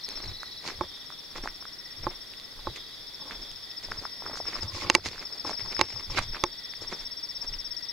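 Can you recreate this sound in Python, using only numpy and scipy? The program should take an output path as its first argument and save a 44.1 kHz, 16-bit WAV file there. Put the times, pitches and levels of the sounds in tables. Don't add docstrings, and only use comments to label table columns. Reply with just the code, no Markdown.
import sys
import numpy as np
from scipy import signal
from scipy.fft import rfft, irfft
from scipy.io import wavfile
from scipy.ndimage import uniform_filter1d

SR = 44100
rng = np.random.default_rng(int(sys.argv[2]) if len(sys.argv) > 2 else 0)


def wrap_up_sound(samples):
    columns = np.atleast_2d(samples).T
    tamed = np.clip(columns, -1, 1)
    steps = np.round(tamed * 32767).astype(np.int16)
    wavfile.write(sys.argv[1], SR, steps)


N = 349272


def amp(db):
    return 10 ** (np.asarray(db) / 20)


def evened(x):
    return x / np.sqrt(np.mean(x ** 2) + 1e-20)


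def curves(rows):
    s, *columns = np.transpose(rows)
    return [np.interp(np.arange(N) / SR, s, c) for c in columns]


def panned(x, pan_db):
    return np.array([x * amp(pan_db / 2), x * amp(-pan_db / 2)])


def add(mix, s, sound):
    part = mix[:, max(round(s * SR), 0):][:, :sound.shape[1]]
    part += sound[:, :part.shape[1]]


def coloured(x, points):
    f, db = np.transpose(points)
    bins_hz = abs(np.fft.fftfreq(4096, 1 / SR))
    log_gain = np.interp(np.log(bins_hz + 1), np.log(f + 1), db) * np.log(10) / 20
    spectrum = np.exp(np.conj(signal.hilbert(log_gain)))
    taps = np.fft.ifft(spectrum).real[:2048]
    return signal.oaconvolve(x, taps[None], axes=1)[:, :N]


def rings(modes):
    t = np.arange(SR // 8) / SR
    x = sum(amp(db - 60 * t / t60) * np.sin(2 * np.pi * hz * t) for hz, db, t60 in modes)
    return x / abs(x).max()


def swells(s, held, peak_db, rest_db, rise_db_s, fall_db_s):
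    coarse = np.arange(0, N, 32)
    t = coarse / SR - np.asarray(s)[:, None]
    rise_db = rise_db_s * np.minimum(t, 0)
    fall_db = fall_db_s * np.maximum(t - np.asarray(held)[:, None], 0)
    db = np.asarray(peak_db)[:, None] + rise_db - fall_db
    gain = np.sqrt((amp(db) ** 2).sum(0) + amp(rest_db) ** 2)
    return np.interp(np.arange(N), coarse, gain)


def trees(x, t60=.4):
    slots = np.arange(400, SR // 3, 20)
    t = slots + rng.integers(0, 20, (2, len(slots)))
    taps = np.zeros((2, SR // 3 + 20))
    echoes = rng.choice([-1., 1.], t.shape) * amp(-60 * t / SR / t60)
    np.put_along_axis(taps, t, echoes, 1)
    return signal.oaconvolve(x, taps / np.linalg.norm(taps[0]), axes=1)[:, :N]


# start_s [s], held_s [s],
# dull crush_db [dB], crisp crackle_db [dB], bright rustle_db [dB]
SCUFFS = [(0.09, 0.22, -50.5, -55.5, -55), (0.662, 0.033, -37, -40.5, -39), (1.361, 0.017, -44.5, -48, -46),
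          (1.44, 0.025, -45.5, -58, -49), (2.04, 0, -45.5, -51, -62), (2.11, 0.0053, -46, -49, -62),
          (2.764, 0.0027, -48.5, -43, -43), (3.26, 0.19, -56, -63, -55), (3.314, 0.0087, -44, -43, -58),
          (3.841, 0.0049, -48, -49, -43.5), (3.9, 0.17, -52, -60, -53), (4.224, 0.13, -47.5, -76, -59),
          (4.366, 0.011, -50, -64, -40), (4.466, .12, -46.5, -46, -49), (4.625, 0.015, -50.5, -52, -45),
          (4.74, 0.071, -59, -45, -41), (4.812, 0.024, -52, -40, -42), (4.869, 0, -40.5, -40, -60),
          (4.905, 0, -45, -38, -45), (4.945, 0, -44, -48, -32.5), (5.057, 0.014, -39.5, -35, -32),
          (5.12, 0.11, -49.5, -49, -51), (5.3, 0.11, -54, -70, -58), (5.462, 0.029, -40.5, -55, -42.5),
          (5.501, 0, -34.5, -41, -37.5), (5.591, 0.017, -48.5, -46, -52), (5.657, 0.016, -46.5, -56, -51),
          (5.72, 0.0089, -43, -44.5, -45), (5.8, 0.011, -49, -37, -50), (5.85, 0.09, -52, -48.5, -48),
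          (5.962, 0.058, -48.5, -53, -51), (6.11, 0.027, -59, -45, -46), (6.18, 0, -28, -24.5, -30.5),
          (6.226, 0, -61, -46, -38), (6.349, 0.016, -42, -42, -59), (6.828, 0, -42.5, -63, -41.5),
          (6.915, 0.02, -42.5, -49, -46), (6.97, 0.073, -53.5, -57, -51), (7.443, 0, -45.5, -56, -47),
          (7.535, 0, -47, -50, -51)]
SCUFF_RISE_DB_S, SCUFF_FALL_DB_S = (648, 702, 750), (400, 554, 600)
SETTLING_DB = (-64.5, -64.5, -58)
JOLT_DB, JOLT_S = -31.5, 0.0071


def scuffing():
    s, held, *levels = np.transpose(SCUFFS)
    rules = zip(levels, SETTLING_DB, SCUFF_RISE_DB_S, SCUFF_FALL_DB_S)
    crush, crackle, rustle = (swells(s, held, *rule) for rule in rules)
    knock_s, knock_db = np.transpose(KNOCKS)[:2]
    jolts = swells(knock_s + JOLT_S, 0 * knock_s, knock_db + JOLT_DB, -np.inf,
                   SCUFF_RISE_DB_S[0], SCUFF_FALL_DB_S[0])
    return np.hypot(crush, jolts), crackle, rustle


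def grains():
    clump = amp(3.5 * evened(uniform_filter1d(rng.standard_normal(N), 250)))
    size_db = 3 * np.minimum(rng.exponential(1, N), 4)
    breaks_now = rng.random(N) < 1500 * clump / SR
    burst = signal.lfilter([1], [1, -.96], amp(size_db) * breaks_now)
    shared, side = rng.standard_normal((2, N))
    return burst * (panned(shared, -2.6) + 0.13 * np.array([side, -side]))


# pitch_hz [Hz], gain_db [dB]
CRUSH = [(100, -6.5), (350, 4.5), (700, -0.5), (1090, 1), (1550, -4), (2500, -11), (9000, -112)]
CRACKLE = [(600, -32), (1550, -7), (2100, 5), (3180, -1), (4700, -0.5), (7000, -30)]
RUSTLE = [(1500, -30), (3500, -6), (4750, 0), (6400, -8), (8200, -17), (10600, -28), (15500, -44)]


def trodden_leaves():
    breaks = grains()
    crush, crackle, rustle = scuffing()
    sliding = evened(breaks) + 1.1 * rng.standard_normal((2, N)) * amp([[-1.5], [1.5]])
    out = crush * evened(coloured(breaks, CRUSH))
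    out += crackle * evened(coloured(sliding, CRACKLE))
    return out + rustle * evened(coloured(sliding, RUSTLE))


# start_s [s], level_db [dB], pitch_hz [Hz],
# tick_db [dB relative to the body's level], left_minus_right_db [dB]
SNAPS = [(0.089, -19.5, 4230, -9.5, -1), (0.259, -23, 4150, -21, -2), (0.432, -16.5, 1400, -17, -2),
         (0.652, -22, 950, -25, 1), (0.677, -14.5, 4440, -21, 5), (0.694, -30, 1080, -21, 3),
         (0.705, -22.5, 1900, -24, -1), (1.103, -23.5, 1220, -25, -.5), (1.123, -29.5, 1280, -23, -1),
         (1.36, -22.5, 1080, -21, 0), (1.445, -31, 800, -22, -1), (1.458, -14, 860, -28, -.5),
         (1.475, -11, 1490, -31, -2.5), (1.486, -25, 2000, -22, -4), (1.625, -28, 1210, -25, -1),
         (1.654, -22, 1350, -31, -1), (2.337, -27, 2660, -26, -4), (2.399, -23, 4040, -30, -3),
         (2.762, -24, 2340, -10, 1), (3.31, -18, 1660, -25, -2), (3.515, -28.5, 3350, -7, -6),
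         (3.714, -26, 3770, -24, .5), (3.829, -28, 3480, -18, 1), (3.886, -27, 695, -25, -1),
         (3.919, -10.5, 1480, -28, -3), (4.037, -25.5, 899, -26, -1), (4.053, -13, 1190, -34, -2),
         (4.222, -21.5, 900, -27, -1.5), (4.263, -15, 1280, -31, -1.5), (4.297, -21, 670, -24, -1),
         (4.356, -20, 1300, -22, -2), (4.373, -20.5, 1340, -22, -1), (4.402, -14.5, 700, -26, 0),
         (4.455, -24, 1210, -15, -4), (4.533, -18.5, 2000, -25, -1), (4.555, -19.5, 1190, -28, -1.5),
         (4.566, -19, 1100, -25, -1.5), (4.599, -32, 3540, -7, -2), (4.68, -54, 856, -20, -9),
         (4.821, -21.5, 1070, -17, -6), (5.058, -25, 1130, -14, -14), (5.087, -15, 4040, -17, -3),
         (5.159, -25, 1560, -23, -3), (5.18, -23, 1550, -21, -1), (5.469, -31, 4060, -17, -6),
         (5.495, -13.5, 810, -25, 1), (5.516, -21, 700, -22, 1), (5.532, -23, 1400, -18, -3),
         (5.597, -27, 3720, -23, 0), (5.728, -23, 2260, -26, -5), (5.767, -18, 1830, -14, -4),
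         (5.856, -25, 4190, -14, -1), (5.912, -28, 3770, -21, -3), (5.961, -27, 990, -22, -15),
         (6.169, -31, 1380, -5, -9), (6.177, -13, 1570, -26, 5), (6.185, -4.5, 1350, -35, 0),
         (6.19, -8, 1050, -14.5, -12.5), (6.204, -26, 1300, -25, 1), (6.347, -17, 1600, -28, -6),
         (6.737, -22.5, 2000, -25, -5), (6.82, -23, 447, -15, -1.5), (6.904, -29, 3520, -17, -1),
         (6.925, -32, 500, -20, -1), (6.941, -30, 1500, -20, -3), (7.54, -22.5, 2960, -27, -.5)]
# pitch_hz [Hz], gain_db [dB]
TICK = [(1500, -24), (4500, 0), (7000, -3), (10000, -12), (15500, -30)]
SNAP_CYCLES, SNAP_RING_S = 3.5, 0.002


def snaps():
    out, t = np.zeros((2, N)), np.arange(600) / SR
    noises = rng.standard_normal((len(SNAPS), len(t)))
    ticks = coloured(noises * amp(-60 * t / 0.0073), TICK)[:, :len(t)]
    for (s, db, hz, tick_db, pan_db), tick in zip(SNAPS, ticks):
        body = np.sin(2 * np.pi * hz * t) * amp(-60 * t / (SNAP_CYCLES / hz + SNAP_RING_S))
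        body = body * np.minimum(t * hz / 0.66, 1)
        tick = amp(tick_db) * tick / abs(tick).max()
        add(out, s, panned(amp(db) * (body + tick), pan_db))
    return out


def leaves():
    out = trodden_leaves() + snaps()
    return out + amp(-18.0) * trees(out, t60=0.24)


# start_s [s], level_db [dB, of the ring],
# crack_db [dB relative to the ring], left_minus_right_db [dB]
KNOCKS = [(0.81, -8.5, -19.5, -6), (1.381, -27.5, -6, 0.5), (2.068, -9, -25, -6), (2.591, -34, -16, -3.0),
          (2.671, -12.5, -33, -5), (4.899, -7, 3.5, -6.5), (4.95, -1, 3, -7.5), (5.449, -17.5, -23, 2),
          (5.793, -10.5, -8, -8), (5.812, -4.5, 2.5, -6.5), (6.1, -30, -10, -4), (6.438, -5.5, -0.5, -5.5)]
# pitch_hz [Hz], level_db [dB], t60_s [s]
HOUSING = [(93, -18.5, 0.064), (356, 1, 0.073), (562, 7.5, 0.021), (877, 5.5, 0.042), (1057, 10, 0.023)]
# pitch_hz [Hz], level_db [dB], t60_s [s]
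CRACK = [(1910, -42, 0.026), (2276, -7, 0.021), (2710, -1.5, 0.0067), (3470, -5.5, 0.0043),
         (4050, 0, 0.0047), (4790, 2.5, 0.003), (6240, -12, 0.012), (8200, -29.5, 0.028),
         (11000, -49, 0.0041)]


def knocks():
    out, ring, bright = np.zeros((2, N)), rings(HOUSING), rings(CRACK)
    t = np.arange(len(ring)) / SR
    rise = np.minimum(t / 0.00069, 1)
    rattle_shape = rise[:200] * amp(-60 * t[:200] / 0.0099)
    noises = rng.standard_normal((len(KNOCKS), 200))
    for (s, db, crack_db, pan_db), noise in zip(KNOCKS, noises):
        rattle = uniform_filter1d(noise, size=3) * rattle_shape
        crack = np.convolve(rattle, bright)[:len(t)]
        crack = amp(crack_db) * crack / abs(crack).max()
        add(out, s, panned(amp(db) * (rise * ring + crack), pan_db))
    return out


# start_s [s], held_s [s], level_db [dB]
RUBS = [(0.262, 0.014, -54), (3.2, 0.13, -51.5), (4.33, .12, -58), (4.62, 0.058, -48.5), (4.71, 0.076, -46),
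        (4.82, 0.059, -39.5), (5.65, 0.028, -51.5), (5.96, 0.017, -52), (6.105, .03, -48.5),
        (6.2, 0.016, -54)]
RUB_RISE_DB_S, RUB_FALL_DB_S = 900, 350


def rubbing():
    unevenness_db = 4 * evened(uniform_filter1d(rng.standard_normal(N), 200))
    slips = evened(rng.standard_normal(N) * amp(unevenness_db))
    slips = slips * swells(*np.transpose(RUBS), -np.inf, RUB_RISE_DB_S, RUB_FALL_DB_S)
    ring = rings(HOUSING)
    return panned(signal.oaconvolve(slips, ring / np.linalg.norm(ring))[:N], -4.5)


def shaded(x, hz=380):
    low = signal.filtfilt(*signal.butter(2, hz, fs=SR), x)
    return x - (low - low.mean(0))


# start_s [s], deep_db [dB], upper_db [dB]
THUDS = [(0.17, -42, -70), (0.289, -40, -35.5), (0.75, -45, -65), (0.811, -54, -38.5), (1.39, -39, -45),
         (1.5, -45, -72), (2.01, -44, -45.5), (2.07, -38.5, -43), (2.6, -46, -62), (2.69, -43, -39),
         (3.0, -58, -61), (3.37, -40.5, -68), (3.51, -52.5, -53), (3.902, -40, -50), (3.99, -46, -47),
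         (4.26, -50.5, -52), (4.37, -50, -52), (4.45, -50, -47), (4.592, -44, -67), (4.65, -59, -39),
         (4.75, -48, -40), (4.85, -46, -38), (4.96, -47, -33), (5.07, -54, -34), (5.18, -45, -54),
         (5.47, -62, -52), (5.56, -56, -66), (5.65, -53, -42.5), (5.69, -39, -53), (5.82, -57, -36.5),
         (5.96, -46, -40.5), (6.11, -38, -38.5), (6.198, -36, -34), (6.29, -33.5, -41), (6.46, -47, -54),
         (6.81, -65, -49.5), (6.9, -46, -71), (7.04, -47, -75), (7.45, -45, -72), (7.52, -34.5, -50),
         (7.7, -54, -63)]
DEEP_RISE_DB_S, DEEP_FALL_DB_S, UPPER_RISE_DB_S, UPPER_FALL_DB_S = 261, 186, 402, 328
SWAY_DB = (-68, -70.5)


def thuds():
    s, deep_db, upper_db = np.transpose(THUDS)
    deep_gain = swells(s, 0 * s, deep_db, SWAY_DB[0], DEEP_RISE_DB_S, DEEP_FALL_DB_S)
    upper_gain = swells(s, 0 * s, upper_db, SWAY_DB[1], UPPER_RISE_DB_S, UPPER_FALL_DB_S)
    a, b, c = rng.standard_normal((3, N))
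    sides = np.array([b + 0.25 * c, b - 0.22 * c])
    deep = coloured(a[None], [(8, -7.5), (28, 8.5), (55, -26.0), (90, -21), (300, -76)])
    upper = coloured(sides, [(30, -46.0), (65, -5), (92, 0.0), (150, -12.5), (300, -28.0), (900, -75)])
    return deep_gain * evened(deep) + upper_gain * evened(upper)


def stroke(shape):
    s, hz, db = np.transpose(shape)
    t = np.arange(0, s[-1], 1 / SR)
    phase = 2 * np.pi * np.cumsum(np.interp(t, s, hz)) / SR
    return amp(np.interp(t, s, db)) * np.sin(phase) * signal.windows.tukey(len(t), .2)


def cricket(rows, shape, period, onward=False):
    rows = np.array(rows, float)
    if onward:
        rows = np.vstack([rows, rows[-1] + [8 * period, 0, 0]])
    number = np.r_[0, np.cumsum(np.round(np.diff(rows[:, 0]) / period))]
    k = np.arange(number[-1])
    s, left_db, pan_db = (np.interp(k, number, c) for c in rows.T)
    uneven_db = 1.1 * rng.standard_normal((len(k), 2))
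    out, sound = np.zeros((2, N)), stroke(shape)
    knots = np.linspace(0, len(sound), 7)
    wobble_db = 2.2 * rng.standard_normal((len(k), 7))
    for at, db, pan, (level_off, pan_off), wobble in zip(s, left_db, pan_db, uneven_db, wobble_db):
        grip = amp(np.interp(np.arange(len(sound)), knots, wobble))
        channels_db = db + level_off - np.array([[0], [pan + pan_off]])
        add(out, at, amp(channels_db) * grip * sound)
    return out


# start_s [s], level_db [dB, left channel], left_minus_right_db [dB]
CHIRP_QUICK = [(0.032, -31.5, 6), (0.213, -33, 5), (0.39, -42.5, 14), (0.572, -39, 18), (1.48, -38, 4.5),
               (2.204, -35.5, 8), (2.368, -53, 11), (3.073, -45, 8), (3.781, -48, 16), (4.319, -40, 1),
               (5.038, -50, 10), (5.382, -39, 6), (5.916, -34, 4), (6.096, -33, 5), (6.808, -33, 9),
               (7.166, -30, 6), (7.703, -29, 10), (7.88, -28.5, 21)]
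CHIRP_SLOW = [(2.292, -38.5, 6.6), (2.718, -44, 7.1), (3.135, -36, 5.8), (3.414, -36.5, 6),
              (3.973, -32, 7.4), (4.256, -34, 5.4), (4.535, -26.5, 8), (4.677, -30, 10), (4.82, -31, 10),
              (5.107, -36, 6), (5.248, -30, 6.1), (5.669, -28, 15), (5.952, -26.5, 14), (6.095, -38, 11),
              (6.385, -33, 7.3)]
CHIRP_FAINT = [(3.264, -44, 5), (3.765, -44, 5), (4.031, -48, 5), (4.28, -38, 4.6), (4.797, -39, 5),
               (5.048, -41, 5), (5.565, -32.5, 5), (5.827, -30, 5), (6.088, -42, 5)]
# start_s [s], level_db [dB, left channel], left_minus_right_db [dB]
TRILL_EARLY = [(0.008, -37.5, 7), (0.115, -37.5, 3), (0.222, -37.5, 5), (0.436, -39.5, -1),
               (0.545, -44, -3), (0.654, -42, 7), (0.762, -46, 6)]
TRILL_MIDDLE = [(1.213, -47, 7), (1.613, -51, 5), (2.022, -47, 4), (2.419, -52, 4.3), (2.821, -47, 7),
                (3.226, -46, 8), (3.631, -49, 7), (4.031, -46, 8), (4.439, -51, 7), (4.849, -42, 2),
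                (5.255, -44, 4), (5.666, -43, 4), (6.074, -45, 5), (6.484, -40.5, 7), (6.685, -41, 6),
                (6.786, -40, 5)]
TRILL_LATE = [(6.806, -45, 3), (6.969, -43, 3), (7.294, -43.5, 3), (7.456, -42, 3), (7.62, -40, 6),
              (7.785, -37, 6.8)]
# start_s [s], level_db [dB]
PIPS = [(0.2798, -42), (0.3352, -41), (0.394, -40.5), (0.458, -41), (0.512, -40), (0.5686, -41.5),
        (2.5994, -48), (2.652, -45), (2.694, -44), (2.7525, -48), (2.7766, -51), (2.831, -47),
        (2.9158, -47)]
# time_s [s from the stroke's start], pitch_hz [Hz], level_db [dB]
STROKE_QUICK = [(0, 5200, -7), (.006, 5440, -2), (.013, 5500, 0), (.022, 5420, 0), (.031, 5080, -5),
                (.040, 4600, -17)]
STROKE_SLOW = [(0, 5280, -8), (.008, 5380, -1), (.017, 5290, 0), (.025, 5000, -2), (.033, 4620, -10)]
STROKE_FAINT = [(0, 5250, -8), (.012, 5440, 0), (.021, 5350, -1), (.030, 5000, -3), (.037, 4650, -11)]
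STROKE_EARLY = [(0, 4620, -5), (.004, 4330, 0), (.011, 3900, -3)]
STROKE_MIDDLE = [(0, 5050, -7), (.005, 4700, 0), (.012, 4200, -6)]
STROKE_LATE = [(0, 5050, -6), (.005, 4750, 0), (.012, 4250, -7)]
STROKE_PIP = [(0, 3900, -5), (.008, 3940, 0), (.04, 3880, -6)]
QUICK_S, SLOW_S, FAINT_S = .0595, .0703, .0642
EARLY_S, MIDDLE_S, LATE_S = .01788, .01687, .0204


def crickets():
    near = cricket(CHIRP_QUICK, STROKE_QUICK, QUICK_S, onward=True)
    near += cricket(CHIRP_SLOW, STROKE_SLOW, SLOW_S)
    near += cricket(CHIRP_FAINT, STROKE_FAINT, FAINT_S)
    near += cricket(TRILL_EARLY, STROKE_EARLY, EARLY_S)
    near += cricket(TRILL_MIDDLE, STROKE_MIDDLE, MIDDLE_S)
    near += cricket(TRILL_LATE, STROKE_LATE, LATE_S, onward=True)
    for s, db in PIPS:
        add(near, s, panned(amp(db) * stroke(STROKE_PIP), 1.1))
    near[1] = np.roll(near[1], 2)
    return near + amp(-21.5) * trees(near)


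# time_s [s], high_db [dB], middle_db [dB], low_db [dB]
CHORUS = [(0, -55, -50.5, -62), (0.5, -56, -54, -60), (0.95, -52, -47.5, -61), (1.3, -66, -52.5, -65.5),
          (1.96, -59, -52, -56), (2.43, -70, -51.5, -60.5), (2.7, -57, -49, -62.5), (3.3, -62, -49.5, -64),
          (3.84, -59, -52.5, -57.5), (4.4, -54, -53, -58), (4.9, -59, -52.5, -61), (5.6, -51, -52.5, -60),
          (5.93, -58, -51.5, -59), (6.66, -55, -48, -58), (7.37, -54, -52, -60.5),
          (7.92, -72, -49.5, -55.5)]
# pitch_hz [Hz], spread_hz [Hz either way],
# fall_hz [Hz, over one stroke cycle], pace [mean strokes per s]
CHOIRS = [(4700, 460, 650, 50), (3542, 300, 420, 45), (1945, 73, 60, 37)]


def chorus():
    out, t = np.zeros((2, N)), np.arange(N) / SR
    for (hz, spread_hz, fall_hz, pace), level_db in zip(CHOIRS, curves(CHORUS)):
        choir = np.zeros((2, N))
        for place, (speed, start, side) in zip(np.linspace(-1, 1, 12), rng.random((12, 3))):
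            turn = (pace * (.7 + .6 * speed) * t + start) % 1
            pitch = hz + spread_hz * place * abs(place) + fall_hz * (.35 - turn)
            swell = np.sin(np.pi * np.minimum(turn / 0.74, 1))
            song = np.sin(2 * np.pi * np.cumsum(pitch) / SR) * swell
            choir += panned(song, 9 * (side - .5))
        drift_db = 1.75 * evened(uniform_filter1d(rng.standard_normal(N), size=3000))
        out += amp(level_db + drift_db) * evened(choir + amp(-0.5) * trees(choir))
    return out


# pitch_hz [Hz], gain_db [dB]
NIGHT = [(15, -19), (25, 1), (75, -5.5), (290, -4.5), (800, -10.5), (1500, -10.5), (2850, -13.5),
         (4000, -5.5), (5500, -1), (6100, -25.5), (8600, -19), (16000, -21.5)]
NIGHT_DB = -48
# pitch_hz [Hz], likeness [0-1]
NIGHT_SAME = [(60, 0.19), (300, 0.2), (1400, 0.65), (3100, 0.055), (6800, 0.024), (12000, 0.014)]


def night():
    left, other = rng.standard_normal((2, N))
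    hz, (f, same) = np.fft.rfftfreq(N, 1 / SR), np.transpose(NIGHT_SAME)
    same = np.interp(np.log(hz + 1), np.log(f), same)
    right = irfft(same * rfft(left) + np.sqrt(1 - same ** 2) * rfft(other), N)
    return amp(NIGHT_DB) * evened(coloured(np.array([left, right]), NIGHT))


def scene():
    close = shaded(leaves() + knocks() + rubbing())
    return crickets() + chorus() + night() + close + thuds()


NOTCH_HZ, NOTCH_WIDTH_HZ, NOTCH_DEPTH = 7730, 420, .95
DUCK_ABOVE_DB, RECOVERY_DB_S = -15.5, 61.0
EDGE_HZ = 15830


def record(dry):
    peak = signal.iirpeak(NOTCH_HZ, NOTCH_HZ / NOTCH_WIDTH_HZ, SR)
    heard = dry - NOTCH_DEPTH * signal.lfilter(*peak, dry)
    peak_db = 20 * np.log10(abs(heard).max(0) + 1e-9)
    fall = np.arange(N) * RECOVERY_DB_S / SR
    held_db = np.maximum.accumulate(peak_db + fall) - fall
    over_db = np.maximum(held_db - DUCK_ABOVE_DB, 0)
    late_db = np.r_[np.zeros(200), uniform_filter1d(over_db, 300)[:-200]]
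    ducked = heard / amp(.25 * late_db)
    overloaded = np.clip(ducked, -.94, .94)
    low_pass = signal.firwin(511, EDGE_HZ, window=("kaiser", 9), fs=SR)
    return signal.oaconvolve(overloaded, low_pass[None], "same")


dry = scene()
out = record(dry)
wrap_up_sound(out)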